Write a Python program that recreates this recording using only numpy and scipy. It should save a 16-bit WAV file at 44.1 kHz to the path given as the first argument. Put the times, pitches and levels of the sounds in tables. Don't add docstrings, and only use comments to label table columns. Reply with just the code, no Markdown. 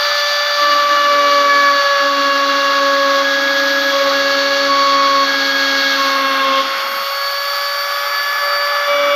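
import sys
import numpy as np
from scipy.fft import rfft, irfft, next_fast_len
from scipy.io import wavfile
from scipy.ndimage import uniform_filter1d, map_coordinates

SR = 44100
rng = np.random.default_rng(int(sys.argv[2]) if len(sys.argv) > 2 else 0)


def waveform_to_disk(signal):
    frames = np.transpose(np.atleast_2d(signal))
    scaled = np.clip(frames, -1, 1) * 32767
    samples = np.round(scaled).astype(np.int16)
    wavfile.write(sys.argv[1], SR, samples)


N = 403515
TIME = np.arange(N) / SR


def amp(db):
    return 10 ** (np.asarray(db) / 20)


def unit(x):
    return x / np.sqrt(np.mean(np.abs(x) ** 2) + 1e-20)


def curves(rows):
    times, *columns = np.transpose(rows)
    return [np.interp(TIME, times, column) for column in columns]


def held(rows, glide_s):
    times, *columns = np.transpose(rows)
    row = np.maximum(np.searchsorted(times, TIME, side="right") - 1, 0)
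    return [uniform_filter1d(column[row], max(1, int(glide_s * SR))) for column in columns]


def gate(start, end, attack_s, release_s):
    return np.clip(np.minimum((TIME - start) / attack_s, (end - TIME) / release_s), 0, 1)


def wobble(rate):
    coarse = np.arange(0, N + 32, 32)
    knots = rng.standard_normal(int(N * rate / SR) + 4)
    spline = map_coordinates(knots, [coarse * rate / SR], mode="nearest")
    return unit(np.interp(np.arange(N), coarse, spline))


def swirl(rate):
    return unit(wobble(rate) + 1j * wobble(rate))


def phase_of(hz):
    return 2 * np.pi * np.cumsum(hz) / SR


def tone(phase, envelope):
    return np.sqrt(2) * np.real(unit(envelope) * np.exp(1j * phase))


def filtered(x, response):
    size = next_fast_len(N + 8192)
    return irfft(rfft(x, size) * response(np.fft.rfftfreq(size, 1 / SR)), size)[:N]


def noise(spectrum):
    freqs, db = np.transpose(spectrum)
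    colour = lambda hz: amp(np.interp(np.log(hz + 1), np.log(freqs), db, right=-120))
    return unit(filtered(rng.standard_normal(N), colour))


# (time [s], rotation rate [Hz])
SHAFT_SPEED = [(0.0, 582), (0.55, 583.3), (1.08, 578), (1.42, 570.8), (2.3, 559.1), (2.9, 556.7),
               (3.2, 554.2), (3.85, 555.9), (4.11, 554.6), (4.66, 557.7), (5.38, 550.9), (6.02, 549),
               (6.54, 540.7), (7.0, 554), (7.56, 566.3), (8.29, 572.6), (8.81, 576.0), (9.15, 572.4)]
# (start
# [s], end [s])
LOAD_SPELLS = [(0.56, 7.05), (8.86, 9.3)]


def drive(effort_db_per_hz=0.108, idle_db=-24):
    speed, = curves(SHAFT_SPEED)
    load = sum(gate(start, end, attack_s=0.05, release_s=0.1) for start, end in LOAD_SPELLS)
    effort = load * amp(effort_db_per_hz * (speed.mean() - speed)) + amp(idle_db) * (1 - load)
    return phase_of(speed), load, effort


# (start [s], five levels for orders 1 to 5 [dB], flutter [0-1])
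LOW_ORDERS = [(0, -24.5, -26.5, -22.8, -33, -35, .2), (.58, -21.7, -15, -21.5, -31.5, -28.5, 0.8),
              (1.09, -18, -14, -23.5, -28, -30.5, 0.66), (1.48, -22.4, -13.5, -16, -24.5, -38, .5),
              (1.715, -20, -17.5, -19.5, -38, -34, 0.73), (2.1, -22, -17.3, -21.5, -37, -30, .85),
              (2.8, -18, -18, -21, -38.5, -38, 0.53), (3.23, -21.5, -31.5, -18, -36, -48, 0.62),
              (3.93, -16.5, -21.5, -25, -34, -37, 0.8), (4.12, -19.5, -26, -20.5, -33, -34, 0.56),
              (4.69, -22, -13.8, -28.2, -30, -39, 0.3), (5.25, -26.5, -31.5, -19, -29, -42, 0.66),
              (5.98, -25.5, -19, -23, -29, -32.5, 0.73), (6.44, -21.5, -16, -32, -28.5, -33, .6),
              (6.62, -30, -25, -40, -35, -39, 0), (7.15, -29.5, -25.5, -28.5, -36, -52, .15),
              (8.12, -34.5, -25.5, -22.4, -33, -39, .05), (8.42, -25, -23.7, -23.2, -35, -38.5, 0.2),
              (8.88, -16, -22, -41, -23, -31.5, 0.6)]


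def spindle(shaft, load, hatch_hz=15.3, turn_s=0.013):
    *levels, flutter = held(LOW_ORDERS, glide_s=0.023)
    turning = 0.74 * load * sum(np.exp(-((TIME - start) / turn_s) ** 2) for start, *_ in LOW_ORDERS[1:])
    skips = np.clip(wobble(55) - 0.35, 0, 1)
    hatch_db = 0.68 * flutter * np.sin(phase_of(hatch_hz * (1 + 0.097 * wobble(3))))
    flutter_depths, contact_losses = (0.17, 0.2, 0.17, 0.45, 0.5), (0.2, 0, 1, 0.4, 0.6)
    out = np.zeros(N)
    for order, (db, depth, loss) in enumerate(zip(levels, flutter_depths, contact_losses), 1):
        shake = 1 + flutter * (depth * swirl(60) + 0.048 * swirl(170))
        contact = np.clip(1 - loss * (flutter ** 2 * skips + turning), 0, 1)
        stagger = np.pi * order ** 2 / 3
        jolt_db = 3 * turning * (order == 2)
        out += amp(db + hatch_db + jolt_db) * tone(order * shaft + stagger, contact * shake)
    return out


# (time [s], level [dB])
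SIXTH_ORDER = [(0, -30), (.55, -27.5), (1, -35), (3.9, -29.5), (4.35, -35), (5, -29.5), (5.85, -27.5),
               (6.2, -37.5), (6.52, -29), (6.8, -36.5), (8.6, -38.5), (9, -28.5)]
# (time [s], level [dB])
WHINE = [(0, -23.5), (.5, -24), (1.1, -34), (1.7, -27.5), (2.7, -32), (3.3, -39), (4.05, -35), (4.35, -26),
         (5.85, -26.5), (6.9, -34.5), (7.25, -26), (7.8, -26.5), (8.02, -33), (8.18, -22.5), (8.35, -32),
         (8.55, -22), (9.15, -38)]
# (time [s], level [dB])
FAN_WHISTLE = [(0, -49), (2.8, -54), (3.8, -42.5), (4.9, -58), (5.5, -44), (6.1, -47), (6.55, -64),
               (6.9, -38.5), (9.15, -45)]
# (order [cycles per turn], level [dB])
FAINT_ORDERS = [(7, -45.5), (9, -51), (10, -41), (11, -53.5), (12, -54.5), (16, -70), (20, -68), (22, -58)]


def motor(shaft):
    jittered = shaft + 0.018 * wobble(45)
    lines = [(6, *curves(SIXTH_ORDER)), (8, *curves(WHINE)), (24, *curves(FAN_WHISTLE)), *FAINT_ORDERS]
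    out = np.zeros(N)
    for order, db in lines:
        level = amp(db + 0.6 * wobble(5))
        out += level * tone(order * jittered + rng.uniform(0, 2 * np.pi), 1 + 0.2 * swirl(30))
    return out


# (start [s], end [s], level [dB])
RATTLES = [(1.08, 1.82, -35), (1.99, 6.7, -30.5), (8.9, 9.3, -40)]


def rattle(shaft, third_db=-11):
    level = sum(amp(db) * gate(start, end, attack_s=0.06, release_s=0.07) for start, end, db in RATTLES)
    subharmonic = tone(shaft / 2, 1 + 0.28 * swirl(35))
    third_partial = amp(third_db) * tone(3 * shaft / 2, 1 + 0.6 * swirl(30))
    return level * (subharmonic + third_partial)


# (time [s], level [dB])
ROAR_LEVEL = [(0, -22), (1, -23.4), (4.3, -23), (5.9, -23.5), (6.5, -22.5), (7.4, -26), (8.4, -22.5),
              (9.15, -21)]
# (time [s], vent [dB], scrape [dB], hiss [dB])
BAND_LEVELS = [(0, -27.5, -23, -41), (1.1, -28.5, -26, -45), (3.4, -28.4, -24.7, -46.5),
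               (4.3, -27, -23.5, -45.5), (5.1, -28, -25, -48), (5.85, -25.5, -22, -44),
               (6.1, -26.5, -24.5, -41), (6.35, -27, -29.5, -40.5), (6.55, -24.5, -27, -44),
               (6.9, -32.5, -30, -39), (7.6, -32.5, -26.5, -37.7), (8.5, -34, -29, -38),
               (9.15, -31, -29.5, -43)]
# (frequency [Hz], relative level [dB])
HOUSING_SPECTRUM = [(180, -72), (340, -23), (500, -16), (600, -11.5), (700, -11), (850, -4), (980, -10),
                    (1120, -3), (1240, 3), (1480, -0.5), (1750, -9.5), (2050, -4.5), (2450, -9.5),
                    (2900, -34)]
VENT_SPECTRUM = [(2000, -59), (2500, -6), (2750, -1), (3100, -1.5), (3500, 4.5), (3750, -1.5), (4300, -32)]
SCRAPE_SPECTRUM = [(3100, -57.5), (3750, 1), (4150, 1.5), (4600, 2.5), (5000, -3.5), (5350, -8.5),
                   (5800, -6), (6300, -11.5), (6750, -14.5), (7500, -32.5), (8300, -51), (10000, -72)]
HISS_SPECTRUM = [(6000, -18.5), (8300, -15), (10000, -10), (11200, -6), (12200, -1), (13300, 0),
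                 (14500, -4.5), (15500, -4.5)]


def rush(shaft, unsteady_db=0.62):
    roar_db, = curves(ROAR_LEVEL)
    vent_db, scrape_db, hiss_db = curves(BAND_LEVELS)
    roar = amp(roar_db + unsteady_db * wobble(14)) * noise(HOUSING_SPECTRUM)
    vent = amp(vent_db) * noise(VENT_SPECTRUM)
    scrape = amp(scrape_db) * noise(SCRAPE_SPECTRUM)
    hiss = amp(hiss_db) * noise(HISS_SPECTRUM)
    swell = unit(1 + 0.29 * np.cos(shaft))
    treble = gantry(vent + scrape) * swell + dulled(gantry(hiss, share=0.27))
    return roar + treble * amp(unsteady_db * wobble(25))


# (time [s], strength [0-1], delay [s])
REFLECTION = [(0, 0.02, 0.000483), (5.9, 0, .00044), (6.5, 0.23, 0.000474), (6.9, 0.42, 0.000511),
              (7.8, .63, 0.000488), (8.3, .88, 0.000482), (9.15, .7, .00048)]


def gantry(x, share=1):
    strength, delay = curves(REFLECTION)
    echo = map_coordinates(x, [np.arange(N) - delay * SR], mode="nearest")
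    return (x - share * strength * echo) / np.sqrt(1 + (share * strength) ** 2)


def dulled(x, edge_hz=13600, loss_db=-12):
    top = filtered(x, lambda hz: np.clip((hz - edge_hz) / 800 + 0.5, 0, 1))
    dip = gate(start=6.25, end=6.88, attack_s=0.2, release_s=0.12)
    return x + top * (amp(loss_db * dip) - 1)


# (frequency [Hz], relative level [dB])
CHIP_SPECTRUM = [(250, -83), (750, -9.5), (1100, 1), (1750, 6.5), (2700, -11), (4000, -27)]


def chips(effort):
    return amp(-31) * effort * noise(CHIP_SPECTRUM)


# (start [s], end [s], frequency [Hz], level [dB], roughness [0-1])
DRONES = [(0.567, 1.102, 303, -39.5, 0.83), (0.598, 1.778, 244, -49.5, 0.1), (1.1, 1.616, 449, -38.5, 0.1),
          (2.25, 3.0, 447, -45, 0.8), (2.792, 3.22, 367, -47, 0.7), (2.8, 3.22, 124, -63.5, 0.4),
          (6.45, 6.6, 121, -61, 0.5), (3.337, 3.965, 305, -40.5, 0.19), (4.0, 5.24, 123, -55.5, 0.4),
          (4.0, 4.7, 438, -40.5, 0.1), (4.0, 5.7, 365.6, -49.5, 0.1), (4.701, 6.65, 439, -46, 0.5),
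          (6.854, 7.051, 221, -52, 1), (8.879, 9.15, 237, -48.5, 0.7)]
# (frequency [Hz], relative level [dB])
BED_SPECTRUM = [(20, -30), (70, -30), (120, -26), (180, -6.5), (215, 1.5), (300, 5.5), (420, 2), (520, -4),
                (800, -25)]


def sheet_and_bed(effort, drift=0.00485):
    out = amp(-47) * effort * noise(BED_SPECTRUM)
    for start, end, hz, db, roughness in DRONES:
        shake = 1 - roughness + roughness * swirl(40)
        phase = phase_of(hz * (1 + drift * wobble(3)))
        out += amp(db) * gate(start, end, attack_s=0.02, release_s=0.02) * tone(phase, shake)
    return out


# (frequency [Hz], relative level [dB])
ROOM_SPECTRUM = [(20, -7), (60, -5), (100, 10), (150, -3), (250, -2), (3000, -32)]


def room(level_db=-77):
    return amp(level_db) * noise(ROOM_SPECTRUM)


def scene():
    shaft, load, effort = drive()
    tones = spindle(shaft, load) + motor(shaft) + rattle(shaft)
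    return (tones + sheet_and_bed(effort) + chips(effort) + rush(shaft) + room())[None]


def record(dry, top_hz=15480):
    return filtered(dry[0], lambda hz: hz < top_hz)[None]


dry = scene()
out = record(dry)
waveform_to_disk(out)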